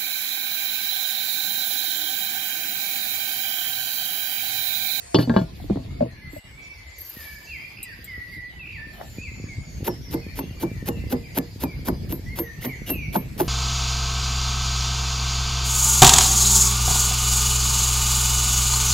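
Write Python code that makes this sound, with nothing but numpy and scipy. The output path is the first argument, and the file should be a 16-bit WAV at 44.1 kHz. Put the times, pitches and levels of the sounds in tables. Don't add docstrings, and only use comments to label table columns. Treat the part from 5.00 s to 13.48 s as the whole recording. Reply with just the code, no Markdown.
import sys
import numpy as np
from scipy import signal
from scipy.fft import rfft, irfft
from scipy.io import wavfile
from scipy.ndimage import uniform_filter1d

SR = 44100
rng = np.random.default_rng(int(sys.argv[2]) if len(sys.argv) > 2 else 0)


def boost(x):
    u = np.asarray(x, float) / 20
    return 10 ** u


def generate_wav(signal):
    frames = np.transpose(np.atleast_2d(signal))
    scaled = np.clip(frames, -1, 1) * 32767
    pcm = np.round(scaled).astype(np.int16)
    wavfile.write(sys.argv[1], SR, pcm)


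N = 373960
TIME = np.arange(N) / SR

MORTAR_HZ = [1733, 3950, 9900, 10800, 11900, 12660, 12810, 13400, 13700, 14340]
# frequency in Hz, level in dB per Hz.
KERNEL = [(290, -40), (500, -3), (1020, -10), (2190, -5), (2570, -4), (3540, -5), (6610, -12.5),
          (8450, -20.5), (9770, -9), (13100, -0.5), (16000, -19.5)]
# frequency in Hz, level in dB per Hz.
WOOD = [(60, -21.5), (150, 4), (320, 7), (700, -7), (1100, -14), (1600, -34), (4000, -55.5)]


def evened(x):
    return x / np.sqrt(np.mean(x ** 2) + 1e-20)


def read(points, hz):
    f, value = np.transpose(points)
    return np.interp(np.log(hz + 1), np.log(f + 1), value)


def curve(rows, column=1):
    rows = np.array(rows)
    return np.interp(TIME, rows[:, 0], rows[:, column])


def add(mix, s, sound):
    part = mix[round(s * SR):][:len(sound)]
    part += sound[:len(part)]


def colour(x, spectrum):
    gain_db = np.maximum(read(spectrum, abs(np.fft.fftfreq(4096, 1 / SR))), -90)
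    log_gain = np.log(boost(gain_db))
    taps = np.fft.ifft(np.exp(np.conj(signal.hilbert(log_gain)))).real[:2048]
    return signal.oaconvolve(x, taps / np.linalg.norm(taps))[:len(x)]


def ring(modes, contact_s, chatter_s=0.00028, detune=0.):
    t = np.arange(SR // 3) / SR
    hz, db, t60 = np.transpose(modes)[:, :, None]
    luck = rng.standard_normal((2, *hz.shape))
    db = db + 2.2 * luck[0]
    hz = hz * (1 + detune * luck[1])
    x = (boost(db - 60 * t / t60) * np.sin(2 * np.pi * hz * t)).sum(0)
    contact = rng.standard_normal(1500) * np.exp(-t[:1500] / chatter_s)
    x = signal.fftconvolve(x * (1 - np.exp(-t / contact_s)), contact)
    return x / abs(x).max()


def noise(spectrum, size, patchy_db, flicker_db):
    # frequency in Hz, coherence from -1 to 1.
    likeness = [(100, 0.92), (400, 0.47), (1500, 0.055), (12000, 0.24)]
    frames, hz = 4 * N // size + 5, np.fft.rfftfreq(size, 1 / SR)
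    a, b, c, d, patches = rng.standard_normal((frames, len(hz), 5)).T
    patches = evened(uniform_filter1d(uniform_filter1d(patches, 7, 0), 9, 1))
    flicker = evened(uniform_filter1d(rng.standard_normal(frames), 3))
    same = np.clip(read(likeness, hz), -1, 1)[:, None]
    left = a + 1j * b
    right = same * left + np.sqrt(1 - same ** 2) * (c + 1j * d)
    level_db = read(spectrum, hz)[:, None] + patchy_db * patches + flicker_db * flicker
    z = np.array([left, right]) * boost(level_db)
    return evened(signal.istft(z, nperseg=size, noverlap=3 * size // 4)[1][:, :N])


def clicks(per_s, spread_db):
    size = boost(spread_db * np.minimum(rng.exponential(1, N), 4)) * rng.choice([-1., 1.], N)
    return evened(size * (rng.random(N) < per_s / SR))


def metal(damping, tilt):
    # level in dB, t60 in seconds.
    mortar = [(-31, 0.63), (-30, 0.3), (-19, 0.23), (-6, .08), (-3, 0.08), (14, 0.16), (-8, 0.088),
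              (-8, 0.062), (-8, 0.12), (-4, 0.12)]
    return [(hz, db * tilt, t60 * damping) for hz, (db, t60) in zip(MORTAR_HZ, mortar)]


def pestle():
    # time in seconds, thud peak in dB, crunch in dB,
    # mortar ring in dB, pitch of the thud in Hz.
    blows = [(4.879, -13, -27.5, -21.5, 355), (5.141, -15, -31.5, -29, 329), (5.393, -18, -32, -25, 268),
             (5.633, -13.5, -31.5, -34, 329), (5.887, -15.5, -28.5, -30, 261),
             (6.129, -13, -29.5, -31, 250), (6.376, -13.5, -30.5, -16, 271), (6.636, -13, -31, -21.5, 269),
             (6.885, -12, -29.5, -24, 259.7), (7.124, -20.5, -34.5, -23.5, 332),
             (7.394, -17.5, -30.5, -20, 335), (7.655, -16, -30.5, -23.5, 253),
             (7.903, -16, -30, -15.5, 280), (8.162, -13, -29, -22.5, 201), (8.405, -11.5, -27, -22.5, 350)]
    touches = [4.839, 5.104, 5.352, 5.595, 5.855, 6.095, 6.345, 6.597, 6.847, 7.087, 7.352, 7.608, 7.859,
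               8.124, 8.376]
    # time in seconds, peak in dB, low ring in Hz,
    # upper ring in Hz, upper over low in dB.
    feet = [(4.88, -14, 579, 907, 1), (5.142, -25.5, 530, 880, 3), (5.391, -22.5, 503, 895, 1),
            (5.633, -23.5, 646, 890, 1), (5.886, -20, 571, 830, 0), (6.126, -20, 505, 810, 0.5),
            (6.375, -18, 649, 880, -1.5), (6.637, -20, 558, 950, 2), (6.885, -16, 563, 966, 1),
            (7.126, -27, 640, 958, -1), (7.389, -21, 623, 956, 2.5), (7.648, -25, 635, 872, 0),
            (7.902, -23.5, 573, 867, 0), (8.157, -11, 727, 882, -0.5), (8.403, -14, 580, 852, 0)]
    # frequency in Hz, level in dB, t60 in seconds.
    table = [(130.9, -15.5, 0.46), (173.3, -11.5, 0.25), (259, -5.5, 0.13), (355.7, -3.5, 0.087)]
    # time in seconds, level in dB.
    hums = [(4.885, -40), (5.15, -36), (5.89, -31.5), (6.135, -32), (6.385, -33.5), (7.395, -32.5),
            (8.165, -39), (8.41, -38)]
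    # time in seconds, level in dB.
    bursts = [(4.879, -34.5), (5.129, -39), (5.392, -34), (5.888, -22.5), (6.127, -28), (6.378, -23),
              (6.386, -18), (6.631, -35), (6.638, -24.5), (6.886, -24.5), (7.125, -27.5), (7.389, -29),
              (7.65, -29), (7.878, -36), (7.902, -32), (8.145, -34), (8.159, -40), (8.402, -33),
              (8.408, -23), (8.418, -28.5)]
    # frequency in Hz, level in dB per Hz.
    grind_spectrum = [(300, -25), (550, 0), (1000, -1), (1350, -14), (3000, -36)]
    hand_off_s, held_damping = 7.0, 0.3
    foot_t60 = 0.042
    cup_air = (1493, -6.5, 0.023)
    out, push, rub, snaps, grind = np.zeros((5, N))
    for start, (s, db, crunch_db, ring_db, hz) in zip(touches, blows):
        depth = (TIME - start) / (s - start)
        push_db = crunch_db - 14.0 + 10.5 * np.minimum(depth, 1) - 1500 * np.maximum(TIME - s, 0)
        push += boost(push_db) * np.clip(6 * depth, 0, 1)
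        rise_db, fall_db = 670 * np.maximum(s + 0.0036 - TIME, 0), 294 * np.maximum(TIME - s - .004, 0)
        rub += boost(db - 12.0 - rise_db - fall_db)
        add(out, s, boost(db - 8.0) * ring(table, 0.009, detune=0.034))
        add(out, s, boost(db - 6.0) * ring([(hz, 0, 0.081)], 0.015))
        damping = 0.96 if s > hand_off_s else held_damping
        add(out, s, boost(ring_db - 0.5) * ring(metal(damping, 0.9), 0.00033))
    for s, db, low_hz, upper_hz, upper_db in feet:
        base = [(low_hz, 0, foot_t60), (upper_hz, upper_db, foot_t60), cup_air, (MORTAR_HZ[0], -32, .25)]
        add(out, s - .003, boost(db - 2.5) * ring(base, .0025, chatter_s=.0001))
        rise_db, fall_db = 1000 * np.maximum(s + .005 - TIME, 0), 900 * np.maximum(TIME - s - .005, 0)
        grind += boost(db - 15. - rise_db - fall_db)
    for s, db in hums:
        add(out, s, boost(db) * ring([(467, 0, 0.25)], 0.0048, detune=0.0093))
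    for s, db in bursts:
        add(snaps, s, boost(db + 18.5) * np.array([1, -.5, .3]))
    crunch = colour(push * clicks(9000, 3.9) + snaps, KERNEL)
    shudder = colour(rub * rng.standard_normal(N), WOOD)
    return out + crunch + shudder + colour(grind * clicks(2500, 3.), grind_spectrum)


def lift():
    lift_s, lift_db = 4.013, -28
    heap = boost(lift_db - 11.0 - 330 * abs(TIME - lift_s)) * rng.standard_normal(N)
    heap[round(lift_s * SR)] += boost(lift_db + 20)
    return colour(heap, [(300, -18), (700, 5.5), (1000, -10.5), (2000, -15.0), (4000, -69.5)])


def lid():
    # time in seconds, peak in dB, low clay rings in dB, high in dB.
    knocks = [(0.145, -4.5, -16.5, -16), (0.156, -6, -35, -43), (0.187, -6.5, -17.5, -27),
              (0.21, -31, -40, -31), (0.224, -23.5, -40, -29.5), (0.275, -15.5, -52, -53),
              (0.296, -8, -19, -46), (0.34, -17.5, -28, -45), (0.364, -3.5, -10.5, -28.5),
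              (0.388, -26, -33, -36), (0.414, -17, -42, -45)]
    # time in seconds, peak in dB, pitch in Hz.
    bumps = [(.6, -36.5, 720), (0.642, -31, 297), (0.699, -14, 328), (.706, -11, 200), (0.758, -19.5, 277),
             (.772, -20.5, 130), (0.8, -28, 256), (.85, -30.5, 109), (.912, -35.5, 100), (1.007, -13, 600),
             (1.014, -16, 241), (1.024, -15.5, 567), (1.04, -25, 329), (1.06, -29, 470),
             (1.332, -31.5, 293), (1.364, -29, 600)]
    # frequency in Hz, level in dB, t60 in seconds.
    clay = [(650, -2, .22), (754, -11, .08), (888, 1, .12), (1087, -2, .07), (1160, -8, .07),
            (1410, -11, .22), (1604, 0, .09), (1733, -8, .15), (2326, -15, .08)]
    # frequency in Hz, level in dB, t60 in seconds.
    rim = [(2850, -7, .05), (2965, -2, .12), (3150, -8, .05), (3400, -2, .09), (3590, -5, .07),
           (3850, -6, .04), (4175, -3, .07), (4345, -7, .1), (4535, -1, .1), (4860, -7, .05),
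           (5600, -14, .05)]
    # frequency in Hz, level in dB, t60 in seconds.
    board = [(123.7, -16, 0.38), (164.6, -8, 0.11), (352, -7.5, 0.0306), (450, -7.5, 0.014)]
    first_thump_hz, sink_hz_per_s = 317.8, 568
    muted_clay_db, muted_rim_db = -22, -46
    gripped_until_s = .18
    swish_end_s, swish_db = 0.166, -54.5
    out, grate, rub, bite = np.zeros((4, N))
    first_s, last_s = knocks[0][0], knocks[-1][0]
    strikes = [(*row, first_thump_hz - sink_hz_per_s * (row[0] - first_s)) for row in knocks]
    strikes += [(s, db, db + muted_clay_db, db + muted_rim_db, hz) for s, db, hz in bumps]
    for s, db, clay_db, rim_db, hz in strikes:
        seated_db = -6 * (s > last_s)
        modes = clay
        if s > last_s:
            modes = clay[:2]
        elif s < gripped_until_s:
            modes = clay[:5]
        thump = (hz, 0, min(.13, 24 / hz))
        add(out, s, boost(db) * ring(board + [thump], 0.0015, chatter_s=0.00043))
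        add(out, s, boost(clay_db - 1.5) * ring(modes, 0.00012, chatter_s=.0003, detune=.006))
        add(out, s, boost(rim_db + 3) * ring(rim, .0001, chatter_s=.006, detune=.004))
        after = np.maximum(TIME - s, 0)
        grate += (boost(rim_db - 13.0) + boost(clay_db - 15.0)) * boost(-900 * after) * (after > 0)
        add(bite, s, boost([clay_db + 9.5 + seated_db]))
        rub += boost(db - 14.5 + seated_db - 426 * after) * (after > 0)
    grate = colour(grate * rng.standard_normal(N) + bite,
                   [(300, -15.5), (900, 11.5), (2200, -11.0), (4500, -6.0), (5500, -46), (9000, -37)])
    swish = boost(swish_db) * (TIME < swish_end_s) * rng.standard_normal(N)
    out = signal.sosfilt(signal.butter(4, 5200, fs=SR, output="sos"), out)
    out += colour(swish, [(2500, -27), (5500, -4), (9500, 9), (11000, -39)])
    return out + grate + colour(rub * rng.standard_normal(N), WOOD)


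def grain():
    # time in seconds, patter in dB.
    pour = [
        (1.96, -68),
        (1.99, -58),
        (2.08, -55),
        (2.24, -44.5),
        (2.4, -56),
        (2.8, -64.5),
        (3.17, -61),
        (3.4, -73),
    ]
    # time in seconds, peak in dB.
    drops = [
        (1.983, -36.5),
        (2.829, -23.5),
        (3.043, -31),
    ]
    # start in seconds, length in seconds, patter in dB.
    rubs = [
        (0, 0.15, -69),
        (0.206, 0.011, -41.5),
        (0.337, 0.1, -62),
        (0.568, 0.1, -59.5),
        (1.324, 0.056, -55),
        (3.326, 0.021, -57.5),
        (3.94, 0.24, -56.5),
        (8.417, .1, -46),
        (4.712, 4.5, -61.5),
    ]
    # frequency in Hz, level in dB, t60 in seconds.
    bare_modes = [(3950, -17, .12), (7600, -12, .08), (10000, -5, .05), (11950, -2, .055), (12700, -4, .04),
                  (13300, 0, .07), (13650, -1, .08)]
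    bare_s, filled_s = 1.984, 0.15
    level = boost(curve(pour)) * (TIME > pour[0][0]) * (TIME < pour[-1][0])
    for s, length, db in rubs:
        outside_s = np.maximum(np.maximum(s - TIME, TIME - s - length), 0)
        level += boost(db - 454 * outside_s)
    out = colour(level * clicks(6000, 4.0), KERNEL)
    bare = boost(19.0 - 12 * (TIME - bare_s) / filled_s) * (TIME > bare_s)
    ping = ring(metal(0.32, 0.98), .0001, chatter_s=.0001)
    out += signal.oaconvolve(level * bare * clicks(900, 3.5), ping / np.linalg.norm(ping))[:N]
    for s, db in drops:
        add(out, s, boost(db) * ring(bare_modes, .0001, chatter_s=.0002))
    return out


def ports(x, lean):
    # frequency in Hz, side minus mid in dB.
    side_spectrum = [(60, -17), (130, -24), (290, -13.5), (640, 1), (1410, -5), (3100, -15), (6820, 7.5),
                     (15000, -9)]
    flip_hz = [700, 3000, 8400]
    hz = np.fft.rfftfreq(N, 1 / SR)
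    lead = (-1.) ** np.searchsorted(flip_hz, hz)
    bounce = rng.standard_normal(900) * boost(-60 * np.arange(900) / SR / .02)
    scattered = boost(-3.) * signal.oaconvolve(x, bounce / np.linalg.norm(bounce))[:N]
    shifted = 1j * lead * boost(read(side_spectrum, hz)) * rfft(0.83 * x + scattered)
    side = irfft(shifted, N) + lean * x
    return x + side * np.array([[1], [-1]])


def whistle(start, length, from_hz, to_hz, db, slide_s, tremble_hz=22):
    attack_s, release_s, swell_db = 0.0084, 0.018, 1
    t = np.arange(0, length, 1 / SR)
    tremble = evened(uniform_filter1d(rng.standard_normal(len(t)), 300))
    hz = from_hz + (to_hz - from_hz) * np.minimum(t / slide_s, 1)
    hz = uniform_filter1d(hz, 300, mode="nearest")
    turns = np.cumsum(hz + tremble_hz * tremble) / SR
    shape = np.minimum(np.minimum(t / attack_s, (length - t) / release_s), 1) * boost(swell_db * t / length)
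    return start, np.sqrt(2) * boost(db) * shape * np.sin(2 * np.pi * turns)


def trill(start, end, low_hz, high_hz, per_s, db):
    t = np.arange(0, end - start, 1 / SR)
    jitter = .04 * evened(uniform_filter1d(rng.standard_normal(len(t)), 400))
    beat = (t * per_s + jitter) % 1
    sweep = np.minimum(beat / 0.45, 1)
    swell = np.sin(np.pi * sweep)
    turns = np.cumsum(low_hz + (high_hz - low_hz) * sweep) / SR
    return start, boost(db + 9.5) * swell * np.sin(2 * np.pi * turns)


def yard(x):
    t = np.arange(SR) / SR
    taps = rng.choice([-1., 1.], (2, SR)) * (rng.random((2, SR)) < .05)
    taps = taps * boost(-60 * t / .8) * (t > .006)
    return signal.fftconvolve(x[None], taps / np.linalg.norm(taps[0]), axes=1)[:, :N]


def birds():
    # start in seconds, length in seconds, from Hz, held Hz, dB.
    flute = [(1.215, 0.115, 2050, 2045, -45), (1.1, 0.138, 1740, 1715, -54), (1.06, 0.039, 1870, 1860, -55),
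             (.87, .06, 2100, 2300, -55), (0.9, .07, 2200, 2150, -55), (1.503, 0.23, 2080, 2290, -48),
             (1.72, 0.2, 2250, 2040, -49), (1.58, 0.13, 2500, 2620, -54), (1.375, 0.047, 2850, 2880, -51),
             (1.08, 0.084, 4150, 4200, -59), (1.2, .1, 4380, 4400, -60), (3.32, .13, 2450, 2200, -60),
             (2.52, 0.11, 3050, 3150, -55), (2.159, 0.24, 1900, 1735, -46), (2.219, 0.13, 2300, 2285, -48),
             (2.58, 0.091, 1980, 2430, -41), (2.851, 0.07, 2050, 1750, -42),
             (3.073, .18, 2180, 1960, -37.5), (3.32, 0.175, 2150, 1960, -39.5),
             (3.717, 0.147, 2750, 1770, -41.5), (4.176, 0.077, 2380, 2620, -42.5),
             (4.224, 0.091, 2780, 2070, -41.5), (4.482, 0.067, 2280, 2070, -41.5),
             (5.046, 0.14, 2110, 2060, -51), (5.098, 0.25, 4650, 4400, -58), (5.368, 0.11, 2600, 2830, -52),
             (5.26, .1, 1700, 2050, -53), (2.86, 0.087, 2500, 2150, -56), (5.73, 0.11, 2050, 1790, -50),
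             (5.899, 0.093, 2900, 2650, -49), (5.52, 0.206, 2440, 2330, -54),
             (5.957, 0.183, 2030, 2060, -51), (7.259, 0.097, 1910, 2150, -43),
             (7.432, 0.088, 1990, 1787, -43.5)]
    # start in seconds, length in seconds, from Hz, to Hz, dB.
    slides = [(1.288, 0.12, 7530, 8000, -57.5), (1.48, 0.069, 7740, 7700, -61.5),
              (1.9, 0.063, 2020, 2396, -52), (1.097, 0.09, 1910, 2500, -54),
              (2.466, 0.031, 2600, 2830, -43.5), (2.488, 0.099, 2825, 1943, -37.5),
              (2.912, 0.04, 1750, 1470, -47.5), (3.589, 0.069, 2768, 2300, -40),
              (4.875, 0.072, 5760, 4970, -47.5), (5.016, 0.091, 5970, 4710, -48.5),
              (5.208, 0.091, 2564, 2260, -49), (5.36, 0.12, 6300, 6400, -61), (5.149, .09, 2056, 2270, -53),
              (6.222, 0.089, 2545, 1850, -48), (6.64, 0.12, 2485, 2087, -47.5),
              (7.585, 0.045, 2620, 3240, -48.5), (7.687, 0.071, 2392, 1866, -38.5),
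              (7.861, 0.22, 2887, 2145, -39.5)]
    # start in seconds, end in seconds, low Hz, sweeps per second, dB.
    trills = [
        (2.114, 3.127, 4620, 12.4, -58.5),
        (6.07, 7.09, 4600, 11.6, -58),
    ]
    buzzes = [
        (2.77, 2.86, 2250, 62, -45),
        (3.655, 3.725, 2196, 60, -40.5),
        (7.625, 7.68, 1722, 56.7, -41),
    ]
    # length in seconds, slide in seconds, end pitch as a share of the top, level in dB.
    thin = [(4.045, 7350), (4.315, 7150), (4.6, 7000)]
    thin_shape = (0.21, .21, .9, -56)
    peeps = [(2.0, 4650), (2.43, 4700), (2.86, 4700), (3.27, 4750), (3.72, 4700), (4.2, 4700), (4.65, 4650)]
    peep_shape = (.09, .09, .955, -57)
    scoops = [(7.4, 6800), (7.72, 6850), (7.95, 6600)]
    scoop_shape = (.17, .07, .88, -60)
    dives = [(2.43, 5000), (3.89, 5000), (4.425, 5700), (4.625, 5600), (6.3, 7500)]
    dive_shape = (.06, .06, .74, -59)
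    hooks = [(3.05, 3600), (3.48, 3600), (3.93, 3600)]
    hook_shape = (.11, .03, .83, -60)
    chips = [(1.62, 6000), (1.73, 5700), (1.87, 7700), (1.93, 7300), (1.96, 6600), (2.03, 6400),
             (2.44, 7200), (2.46, 5200)]
    chip_shape = (.05, .05, .8, -56)
    chatter = [(.475, 4400), (.545, 4300), (.61, 4100), (.68, 4300), (.74, 4200), (.83, 4300)]
    chatter_shape = (.04, .03, .82, -57)
    # time in seconds, left minus right in dB.
    bearing = [(0, 1), (1.7, 0), (3.2, -2.5), (5.8, 2), (7.3, -1.5), (8.48, -2.5)]
    far_below_db, far_dry_db, echo_db = -47.5, -6, 1.
    pure_hz, rasp_hz = 22, 350
    near, far = np.zeros((2, N))
    notes = [(*row, .065) for row in flute] + [(*row, row[1]) for row in slides]
    for note in notes:
        add(far if note[4] < far_below_db else near, *whistle(*note))
    kinds = [(thin, thin_shape, pure_hz), (peeps, peep_shape, pure_hz), (scoops, scoop_shape, pure_hz),
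             (dives, dive_shape, pure_hz), (hooks, hook_shape, pure_hz),
             (chips, chip_shape, rasp_hz), (chatter, chatter_shape, rasp_hz)]
    for calls, (length, slide_s, share, db), tremble_hz in kinds:
        for start, hz in calls:
            add(near, *whistle(start, length, hz, share * hz, db, slide_s, tremble_hz))
    for rows, sweep_hz in [(trills, 560), (buzzes, 690)]:
        for start, end, hz, per_s, db in rows:
            add(near, *trill(start, end, hz, hz + sweep_hz, per_s, db))
    pan = boost(curve(bearing) * np.array([[.5], [-.5]]))
    echo = boost(echo_db) * yard(near + boost(1.5) * far)
    return boost(-1.5) * (near + boost(far_dry_db) * far + echo) * pan


def chorus():
    # frequency in Hz, width in Hz, level in dB.
    bands = [(2300, 200, -33.5), (4460, 700, 1), (5190, 184, -5), (6550, 3300, -4)]
    # time in seconds, level in dB.
    strength = [(0.0, -48), (1.3, -62.5), (1.89, -54), (2.08, -49), (2.76, -59), (3.75, -62.5),
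                (4.08, -53.5), (8.48, -56)]
    hz = np.geomspace(800, 12000, 60)
    power = sum(boost(db) / (1 + (2 * (hz - f) / width) ** 4) for f, width, db in bands)
    spectrum = list(zip(hz, 20 * np.log10(power)))
    return boost(curve(strength) - 3) * noise(spectrum, size=2048, patchy_db=4.5, flicker_db=1.5)


def wind():
    # time in seconds, level in dB.
    strength = [(0.0, -57), (0.16, -62), (0.31, -37), (0.52, -41), (0.94, -35.5), (1.13, -43.5),
                (1.49, -48.5), (1.68, -54.5), (1.94, -64.5), (2.17, -53), (5.36, -35), (5.6, -41),
                (6.0, -31), (6.35, -43.5), (7.04, -32), (7.53, -41.5), (7.96, -36), (8.48, -36)]
    # frequency in Hz, level in dB per Hz.
    rumble_spectrum = [(12, -47), (20, -21.5), (48, 5.5), (119, -0.5), (195, -8.5), (308, -15),
                       (564, -29.5), (1000, -42), (1300, -86)]
    # time in seconds, peak in dB, left minus right in dB.
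    pops = [(2.169, -32, 1), (2.639, -44, 7), (2.99, -35.5, 0.5), (3.179, -33.5, 2), (3.379, -35, 7),
            (3.869, -34, 4.0), (4.184, -22, 0), (4.317, -34, 0.0), (4.399, -26.5, 0), (4.44, -25, -2),
            (4.585, -30, -1), (4.807, -25, -1), (4.829, -21, 0), (5.01, -29, -1), (5.083, -32, 0.0),
            (5.266, -24, 0.0), (5.439, -22, -0.5), (5.509, -32, 0), (5.715, -22.5, 0), (5.765, -31.5, -2),
            (5.826, -22, 0), (5.971, -26, 0.0), (6.039, -24, -1), (6.069, -25, 0.0), (6.56, -28.5, 0),
            (6.792, -27.5, 0), (6.83, -32, -0.5), (6.998, -39, -0.5), (7.049, -26.5, -1.0),
            (7.105, -24, -4), (7.194, -25, 1), (7.759, -35, -0.5), (7.818, -24, -6), (7.958, -23.5, 2),
            (8.366, -30, -6)]
    # frequency in Hz, level in dB per Hz.
    pop_spectrum = [(30, -26), (90, 3), (250, 0), (500, -12), (800, -34.5), (1500, -56)]
    rumble = boost(curve(strength) + 3) * noise(rumble_spectrum, size=1024, patchy_db=2.5, flicker_db=1.6)
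    thumps = np.zeros((2, N))
    for s, db, pan_db in pops:
        both_db = db + 19.5 + np.array([pan_db, -pan_db]) / 2
        thumps[:, round(s * SR)] = rng.choice([-1, 1]) * boost(both_db)
    return rumble + np.array([colour(port, pop_spectrum) for port in thumps])


def background():
    # frequency in Hz, level in dB per Hz.
    air_spectrum = [(180, -37), (300, -3.5), (1390, -11), (2170, -4), (2880, -10), (4670, -12.5),
                    (7820, -33.5), (8940, -23), (12700, -22.5), (14700, -30), (16000, -60)]
    # frequency in Hz, level in dB per Hz.
    drone_spectrum = [(30, -19), (60, 5.5), (100, -14), (180, -50), (400, -69)]
    air = boost(-52) * noise(air_spectrum, size=1024, patchy_db=3.5, flicker_db=.6)
    return air + boost(-49 - 4) * noise(drone_spectrum, size=2048, patchy_db=5, flicker_db=3.0)


def scene():
    near = ports(lid(), 0.13) + ports(pestle() + lift() + grain(), -0.09)
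    return near + birds() + chorus() + wind() + background()


def dropouts(x):
    # frequency in Hz, share from 0 to 1.
    silent = [(4900, 0), (5600, .08), (7200, .12), (8300, .5), (9100, .4), (9900, 0), (14300, 0),
              (15300, .3), (15900, .98)]
    bins = 24
    hz, _, z = signal.stft(x, SR, "cosine", nperseg=2048)
    band = np.arange(len(hz)) // bins
    power = np.add.reduceat(abs(z) ** 2, np.arange(0, len(hz), bins), axis=0)
    whim = evened(uniform_filter1d(rng.standard_normal(power.shape), 5, 1))
    power = power * boost(14 * whim)
    rank = power.argsort(1).argsort(1) / power.shape[1]
    heard = rank >= read(silent, hz[bins // 2::bins])[:, None]
    return signal.istft(z * heard[band], SR, "cosine", nperseg=2048)[1][:N]


def low_pass(x):
    return signal.sosfilt(signal.butter(12, 16650, fs=SR, output="sos"), x)


def record(dry):
    gap_start_s, gap_end_s, gap_db = 1.397, 1.44, -3
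    gap = uniform_filter1d(1. * (TIME > gap_start_s) * (TIME < gap_end_s), 200)
    thin = boost(gap_db) * signal.sosfilt(signal.butter(4, 500, "high", fs=SR, output="sos"), dry)
    bass_cut = signal.butter(4, 40, "high", fs=SR, output="sos")
    cut = signal.sosfilt(bass_cut, dry + gap * (thin - dry))
    limited = cut / (1 + abs(cut / .92) ** 6) ** (1 / 6)
    left, right = signal.oaconvolve(limited, signal.firwin(255, 15900, fs=SR)[None], "same")
    mid, side = dropouts((left + right) / 2), (left - right) / 2
    return low_pass(np.array([mid + side, mid - side]))


dry = scene()
out = record(dry)
generate_wav(out)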